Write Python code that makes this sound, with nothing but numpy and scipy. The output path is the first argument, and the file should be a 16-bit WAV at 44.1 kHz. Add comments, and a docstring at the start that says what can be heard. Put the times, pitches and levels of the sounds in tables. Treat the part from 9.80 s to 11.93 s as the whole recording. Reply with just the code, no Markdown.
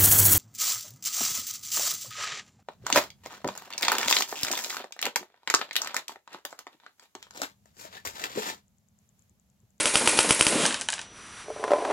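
"""A quick string of sharp shots from a paintball marker rings in a small, bright room, close to one microphone.
Each cycle sums a noise rasp (hammer), bell pulses (gas), damped sines (crack, ping, ticks) and a diffuse tail.
The balls thud into a pillow in a closet as noise bursts; a rumbling hiss swells after the last cycle.
Hard balls click as noise snaps and damped modes, and a hand knocks and rubs on the camera body.
Steady noise, a faint rustle and two sines, a hum and a whine, lie underneath."""
import sys
import numpy as np
from scipy import signal
from scipy.fft import rfft, irfft, next_fast_len
from scipy.io import wavfile
from scipy.ndimage import map_coordinates

SR = 44100
rng = np.random.default_rng(int(sys.argv[2]) if len(sys.argv) > 2 else 0)


def unload_audio(sound):
    """Save the sound as a 16-bit wav file, at the path given as the first command line argument."""
    columns = np.transpose(np.atleast_2d(sound))
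    # keep every value between -1 and 1, then stretch to whole-number steps
    steps = np.round(np.clip(columns, -1, 1) * 32767)
    wavfile.write(sys.argv[1], SR, steps.astype(np.int16))


N = 93888
LEAD = SR // 10  # samples kept ahead of time zero, for sounds that precede their event
T = np.arange(-LEAD, N) / SR  # time since an event [s]

# colour of the hammer's rasp and of the crack's spitting noise: (frequency [Hz], level [dB])
RASP_COLOUR = [(60, -38), (150, -1), (350, 6), (800, 2.5), (1400, -1), (2900, -1.5), (5000, -2), (7500, -3),
               (9800, 3), (11500, -9.5)]
# vibration modes of the hollow camera body: (frequency [Hz], level [dB], t60 [s])
BODY_MODES = [(442, -17.5, 0.13), (531, -10, 0.026), (597, -9.5, 0.071), (668, 4, 0.011),
              (1005, -19, 0.087), (1206, -13, 0.01), (2060, -31, 0.03)]
# colour of fingertip contact: (frequency [Hz], level [dB])
FINGERTIP_COLOUR = [(300, -10.5), (1100, 6), (2500, -9.5), (5000, -16), (11000, -24)]
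# colour of the room's diffuse answer to a shot: (frequency [Hz], level [dB])
ROOM_COLOUR = [(40, -35), (100, -19), (200, -6), (320, -5), (580, -1), (720, -11.5), (900, -2), (1400, -4),
               (1800, -2.5), (2600, -1), (3800, -5), (6500, -5.5), (8500, -1.5), (9700, -1.5),
               (10700, -3.5), (11500, -14)]
KNOCK_RISE_S = 0.0015


def amp(db):
    """A level in decibels is 20 times the log of the amplitude ratio."""
    return 10 ** (np.asarray(db) / 20)


def unit(x):
    """Normalisation: equal mean power, rms 1."""
    return x / np.sqrt(np.mean(x ** 2) + 1e-20)


def along(points, hz):
    """Interpolation of (frequency [Hz], value) points on a logarithmic frequency axis."""
    f, v = np.transpose(points)
    return np.interp(np.log(hz + 1), np.log(f + 1), v)


def filtered(x, response):
    """Linear filtering: the spectrum of x is multiplied by a response of frequency."""
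    m = next_fast_len(len(x) + 8192, True)  # padding keeps the filter's tail from wrapping round
    hz = np.fft.rfftfreq(m, 1 / SR)
    return irfft(rfft(x, m) * response(hz), m)[:len(x)]


def thin(x, cut_hz):
    """Weak bass radiation: a causal second-order high-pass."""
    def response(hz):
        return (1j * hz) ** 2 / (cut_hz ** 2 - hz ** 2 + np.sqrt(2) * 1j * hz * cut_hz)
    return filtered(x, response)


def noise(spectrum):
    """Spectral shaping: white noise coloured by a spectrum, rms 1."""
    white = rng.standard_normal(len(T))
    return unit(filtered(white, lambda hz: amp(along(spectrum, hz))))


def fade(t60, rise=1e-4, delay=0):
    """Exponential decay, 60 dB in t60 seconds, after a quick attack."""
    t = np.maximum(T - delay, 0)
    return amp(-60 * t / t60) * (1 - np.exp(-t / rise))


def bump(delay, width):
    """Gaussian pulse: a bell-shaped swell."""
    return np.exp(-.5 * ((T - delay) / width) ** 2)


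def level(s, db):
    """Slow gain interpolated in decibels, down at -120 dB before its first point."""
    return amp(np.interp(T, s, db, left=-120))


def ring(modes, rise, detune, spread_db):
    """Modal synthesis: a sum of damped sines, a little different at every blow."""
    total = 0
    for hz, db, t60 in modes:
        gain = amp(db + spread_db * rng.normal())
        mode_hz = hz * (1 + detune * rng.normal())
        total = total + gain * fade(t60, rise) * np.sin(2 * np.pi * mode_hz * T)
    return total


def at(s, x):
    """Time shift: x delayed by s seconds, or advanced if s is negative."""
    if s < 0:
        return np.interp(T - s, T, x, left=0, right=0)
    return np.pad(x, (round(s * SR), 0))[:len(x)]


def room_tail(spectrum):
    """Diffuse reverberation: coloured noise in which each frequency decays at its own rate."""
    # reverberation time: (frequency [Hz], t60 [s])
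    decay_times = [(150, 0.48), (500, 0.59), (2500, 0.56), (6000, 0.58), (10000, 0.67)]
    rise_s = 0.0013
    hz, t, z = signal.stft(noise(spectrum), SR, nperseg=256)
    since = np.maximum(t + T[0], 0)
    z = z * amp(-60 * since / along(decay_times, hz)[:, None])
    tail = signal.istft(z, SR, nperseg=256)[1][:len(T)]
    return tail * (1 - np.exp(-np.maximum(T, 0) / rise_s))


def marker():
    """Superposition: every cycle is a direct sound, its wall echoes and its reverberation."""
    # firing cycles: (time [s], crack [dB], gas push [dB], hammer rasp [dB], room [dB])
    cycles = [(-.009, 0.5, 10.5, -10, -1.5), (0.0567, -4.5, -11.5, -6, -2), (0.1561, 0.5, 1.5, 8, -0.5),
              (.2752, -0.5, 5.5, 6, 1), (.39, 1.5, 6.5, 8, 0), (0.508, 2, 5, 9, -1),
              (.6101, 2.5, 4, 5.5, -3), (0.6675, -2.5, -8, 2, -1.5)]
    usual_tail = room_tail(ROOM_COLOUR)
    out = 0
    for s, crack_db, push_db, rasp_db, room_db in cycles:
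        push = gas_push(push_db)
        burst = crack()
        sharp = burst + metal_ping() + bolt_ticks() + wall_echoes(burst + push)
        answer = diffuse_room(usual_tail) + lingering_modes()
        out = out + at(s, push + amp(crack_db) * sharp + hammer_rasp(rasp_db) + amp(room_db) * answer)
    return out


def hammer_rasp(rasp_db):
    """Sliding friction: noise that starts ahead of the crack and dies quickly after it."""
    lead_s, rise_s, t60_s, stop_t60_s = 0.0189, 0.0019, 0.11, 0.029
    slide = fade(t60_s, rise=rise_s, delay=-lead_s)
    stop = amp(-60 * np.maximum(T, 0) / stop_t60_s)
    return amp(-25.5 + rasp_db) * slide * stop * noise(RASP_COLOUR)


def gas_push(push_db):
    """Expanding gas: bell-shaped pressure pulses through a first-order high-pass."""
    # pressure pulses: (delay after the crack [s], width [s], level [dB])
    pulses = [(-.00077, 0.00014, -11), (.0014, 0.00024, -13)]
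    cut_hz = 380
    pressure = sum(amp(db) * bump(delay, width) for delay, width, db in pulses)
    return filtered(amp(push_db) * pressure, lambda hz: 1j * hz / (cut_hz + 1j * hz))


def crack():
    """Impulsive excitation: short damped rings and a spit of decaying noise."""
    # short rings: (frequency [Hz], level [dB], t60 [s])
    rings = [(2970, 3, 0.0025), (4840, 0, 0.0018)]
    spit = amp(-10) * fade(t60=0.01) * noise(RASP_COLOUR)
    return ring(rings, rise=2e-5, detune=.03, spread_db=.7) + spit


def metal_ping():
    """Resonance of struck metal: one delayed damped sine, slightly detuned each time."""
    ping_hz = 9670 * (1 + .012 * rng.normal())
    return amp(2) * fade(t60=0.003, rise=0.00029, delay=.002) * np.sin(2 * np.pi * ping_hz * T)


def bolt_ticks():
    """Brief impacts: Gaussian-windowed sines as the bolt runs back and forward."""
    # ticks: (delay after the crack [s], frequency [Hz], level [dB])
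    impacts = [(.0155, 8000, -18.5), (0.0163, 9200, -26), (0.0197, 8870, -12.5), (0.041, 10100, -14.5)]
    width_s = 0.0002
    return sum(amp(db) * bump(delay, width_s) * np.sin(2 * np.pi * hz * T) for delay, hz, db in impacts)


def wall_echoes(direct):
    """Specular reflection: weaker, delayed copies of the direct sound."""
    # reflections: (delay [s], level [dB])
    reflections = [(.0072, -27), (0.014, -17), (0.0159, -18.5)]
    return sum(amp(db) * at(delay, direct) for delay, db in reflections)


def diffuse_room(usual_tail):
    """Reverberation of a fixed room: part of its answer repeats from cycle to cycle."""
    same = 0.74  # repeated share of the power
    tail = np.sqrt(same) * usual_tail + np.sqrt(1 - same) * room_tail(ROOM_COLOUR)
    early = bump(delay=0.018, width=0.0035) * noise(ROOM_COLOUR)
    return amp(-21.5) * tail + amp(-26) * early


def lingering_modes():
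    """Modal resonance: the room and the marker's metal ring on as damped sines."""
    # resonances: (frequency [Hz], level [dB], t60 [s])
    resonances = [(311.5, -27, 0.14), (431, -32, 0.067), (589, -27.5, 0.16), (911, -38.5, 0.51),
                  (1020, -57, 0.34), (1459, -34.5, 0.27), (2270, -37, .35), (2433, -35.5, 0.53),
                  (2670, -42, 0.83), (9480, -32.5, 0.48), (9700, -39, .4), (10800, -42, 0.32)]
    return ring(resonances, rise=.004, detune=.001, spread_db=2)


def pillow():
    """Soft impact: each ball lands as a dull noise burst, and the closet booms just after."""
    # landings: (time [s], level [dB])
    landings = [(0.046, -34), (.212, -21.5), (.332, -24), (0.445, -22.5), (.724, -20.5)]
    # colour of the slap: (frequency [Hz], level [dB])
    slap_colour = [(60, -25), (200, -14), (500, 3.5), (900, -5.5), (1600, -10), (4000, -14), (11000, -32)]
    # colour of the closet's boom: (frequency [Hz], level [dB])
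    boom_colour = [(90, -26), (170, -7.5), (280, 1), (450, -12), (800, -12), (3000, -22)]
    out = 0
    for s, db in landings:
        slap = fade(t60=0.079, rise=0.00034) * noise(slap_colour)
        boom = amp(-5.5) * bump(delay=0.035, width=0.018) * noise(boom_colour)
        out = out + amp(db) * at(s, slap + boom)
    return out


def after_swell():
    """Turbulence noise: a rumble and a hiss, probably escaping gas, swell and die away."""
    # swell, before the trims below: (time [s], rumble [dB], hiss [dB])
    swell = [(0.7, -30, -55), (0.732, -34, -37.5), (0.798, -30, -26.5), (0.85, -30, -24.5),
             (0.996, -56, -42), (1.018, -49, -45), (1.06, -66, -57)]
    # colour of the rumble: (frequency [Hz], level [dB])
    rumble_colour = [(30, -33), (90, -33), (150, -6.5), (250, 0), (360, -6), (560, 0.5), (750, -12),
                     (1200, -32)]
    # colour of the hiss: (frequency [Hz], level [dB])
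    hiss_colour = [(410, -47), (700, -4), (1090, 2), (1300, 0), (2150, -3), (3250, 0.5), (4610, -8),
                   (9420, -3), (11500, -16), (15000, -47), (22000, -120)]
    rumble_trim_db, hiss_trim_db = 2, 0
    s, rumble_db, hiss_db = np.transpose(swell)
    release = amp(-60 * np.maximum(T - s[-1], 0) / .5)  # t60 of 0.5 s after the last point
    rumble = level(s, rumble_db + rumble_trim_db) * noise(rumble_colour)
    hiss = level(s, hiss_db + hiss_trim_db) * noise(hiss_colour)
    return release * (rumble + hiss)


def loose_balls():
    """Hard contact: a band of noise snaps, hollow plastic rings in its modes, and the room answers."""
    # clicks: (time [s], hollow ring [dB], snap [dB], snap centre [Hz])
    clicks = [(0.8537, -15, -15.5, 5380), (0.8624, -25, -9.5, 10100), (0.908, -23, -30, 3500),
              (0.925, -29, -22, 4500), (0.9431, -18.5, -17.5, 4120), (0.9992, -36, -30, 10000),
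              (1.0116, -30, -19.5, 7000), (1.0175, -28, -21.5, 6300), (1.087, -16, -16.5, 5200),
              (1.1022, -31, -19.5, 7900), (1.124, -44, -22, 8400), (1.1294, -21, -22.5, 3900),
              (1.138, -30, -19, 6700), (1.18, -30, -43, 3040), (1.192, -25.5, -27.5, 5840),
              (1.2146, -34, -27, 6200)]
    # modes of hollow plastic: (frequency [Hz], level [dB], t60 [s])
    plastic_modes = [(690, -23.5, 0.051), (912, -9, 0.032), (1150, -12.5, 0.017), (1553, -7.5, 0.038),
                     (1728, -6, 0.03), (2500, -5.5, 0.021), (2990, 1, 0.013), (3940, -7, 0.023),
                     (4700, -13, 0.011)]
    # colour of the room's answer to the ring: (frequency [Hz], level [dB])
    answer_colour = [(150, -21), (600, -2), (1600, -3), (3500, -2.5), (6000, -17), (9000, -17),
                     (11500, -33)]
    out = 0
    for s, ring_db, snap_db, snap_hz in clicks:
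        snap = snap_noise(snap_hz)
        hollow = amp(ring_db) * ring(plastic_modes, rise=.0002, detune=.025, spread_db=1.5)
        direct = hollow + amp(snap_db) * fade(t60=0.0096) * snap
        ring_answer = amp(ring_db - 22) * room_tail(answer_colour)
        snap_answer = amp(snap_db - 19) * fade(t60=.22, rise=0.0033) * snap
        out = out + at(s, direct + ring_answer + snap_answer)
    return thin(out, cut_hz=560)  # small bodies radiate little bass


def snap_noise(centre_hz):
    """Band-limited contact noise: a bell in octaves about its centre, cut steeply at the top."""
    width_octaves, top_hz = 0.93, 10470

    def response(hz):
        octaves = np.log2((hz + 1) / centre_hz)
        return np.exp(-.5 * (octaves / width_octaves) ** 2) / (1 + (hz / top_hz) ** 40)
    return unit(filtered(rng.standard_normal(len(T)), response))


def handling():
    """Contact excitation: knocks and rubbing drive a small body that radiates little bass."""
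    return thin(body_knocks() + body_rubbing(), cut_hz=240)


def body_knocks():
    """Modal excitation by impact: each touch tilts the balance of the body's modes its own way."""
    # knocks: (time [s], level [dB], tilt [dB per octave], scratch relative to the knock [dB])
    touches = [(1.683, -24, -22, -33), (1.7026, -17.5, -8, -32), (1.762, -21, 0, -20),
               (1.796, -25, -25, -29), (1.829, -18, -8, -30), (1.8395, -13, 0, -10), (1.847, -14, 4, -21),
               (1.8783, -19, 6, -10), (1.907, -13.5, 4, -15), (1.9172, -3.5, 2, -19.5),
               (1.9343, -4, -0.5, -20), (1.942, -19, 0, -28), (1.958, -19.5, 10, -24),
               (1.984, -14.5, 4, -21), (2.023, -13.5, -5, -28), (2.033, -47, 4, -22),
               (2.0497, -15, 5, -7.5), (2.089, -28.5, 7.5, -26), (2.1005, -12, 10, -29),
               (2.11, -17, 8, -7.5)]
    pivot_hz = 600  # the tilt leaves this frequency unchanged
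    out = 0
    for s, db, tilt, scratch_db in touches:
        modes = [(hz, mode_db + tilt * np.log2(hz / pivot_hz), t60) for hz, mode_db, t60 in BODY_MODES]
        body = ring(modes, KNOCK_RISE_S, detune=.012, spread_db=1)
        scratch = amp(scratch_db) * fade(t60=0.032) * noise(FINGERTIP_COLOUR)
        out = out + amp(db) * at(s, body + scratch)
    return out


def body_rubbing():
    """Friction: grainy noise, plus fingertip noise convolved with the body's impulse response."""
    # rubbing: (time [s], level [dB])
    grip = [(1.66, -45.5), (1.736, -51), (1.906, -29.5), (2.014, -30.5), (2.128, -26.5)]
    # colour of the grainy rub: (frequency [Hz], level [dB])
    rub_colour = [(60, -37), (150, -28), (280, -4.5), (410, -2.5), (520, -16), (750, -2), (1000, -9),
                  (1300, -20), (2300, -23.5), (6000, -40), (11000, -61)]
    answer = ring(BODY_MODES, KNOCK_RISE_S, detune=0, spread_db=0)[LEAD:]
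    rub_ring = unit(signal.fftconvolve(noise(FINGERTIP_COLOUR), answer)[:len(T)])
    rub = amp(-5.5) * stick_slip() * noise(rub_colour) + amp(-4) * rub_ring
    return level(*np.transpose(grip)) * rub


def stick_slip():
    """Stick-slip: the uneven gain of a finger that catches and slides, a smooth random dB curve."""
    depth_db, grains_per_s = 4.5, 130
    knots = rng.standard_normal(2000)
    return unit(amp(depth_db * map_coordinates(knots, [(T - T[0]) * grains_per_s])))


def background():
    """Stationary noise and pure tones: room noise, a faint rustle, hum and the camera's thin whine."""
    # colour of the room noise: (frequency [Hz], level [dB])
    floor_colour = [(25, 7.5), (70, 4.5), (110, 0.5), (200, 3), (500, -2), (1000, -15), (2000, -26),
                    (4000, -41), (8000, -33), (10500, -36), (11500, -44)]
    # rustle: (time [s], level [dB])
    rustle_levels = [(1.3, -60.5), (1.37, -47.5), (1.54, -46), (1.61, -42.5), (1.67, -49.5), (1.85, -45.5),
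                     (2.13, -42.5)]
    # colour of the rustle: (frequency [Hz], level [dB])
    rustle_colour = [(300, -24), (1200, 2), (3500, -6), (7000, -11.5), (10000, -8), (11500, -21)]
    # room hum and camera whine: (frequency [Hz], rms level [dB])
    steady_tones = [(105, -65), (5880, -55.5)]
    # a sine of amplitude sqrt(2) has rms 1
    tones = sum(np.sqrt(2) * amp(db) * np.sin(2 * np.pi * hz * T) for hz, db in steady_tones)
    rustle = level(*np.transpose(rustle_levels)) * noise(rustle_colour)
    return amp(-54) * noise(floor_colour) + rustle + tones


def scene():
    """Superposition: all sources add at one microphone."""
    mono = marker() + pillow() + after_swell() + loose_balls() + handling() + background()
    mono = mono[LEAD:]
    return np.array([mono, mono])


def record(dry):
    """Transducer limits: the camera thins deep bass, saturates peaks and cuts steeply at its band limit."""
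    low_cut_hz, peak, top_hz = 75, .78, 11250  # peak: the amplitude that saturation approaches
    x = filtered(dry[0], lambda hz: 1j * hz / (low_cut_hz + 1j * hz))
    x = x / (1 + (x / peak) ** 4) ** (1 / 4)
    x = filtered(x, lambda hz: 1 / np.sqrt(1 + (hz / top_hz) ** 140))
    return np.array([x, x])


dry = scene()
out = record(dry)
unload_audio(out)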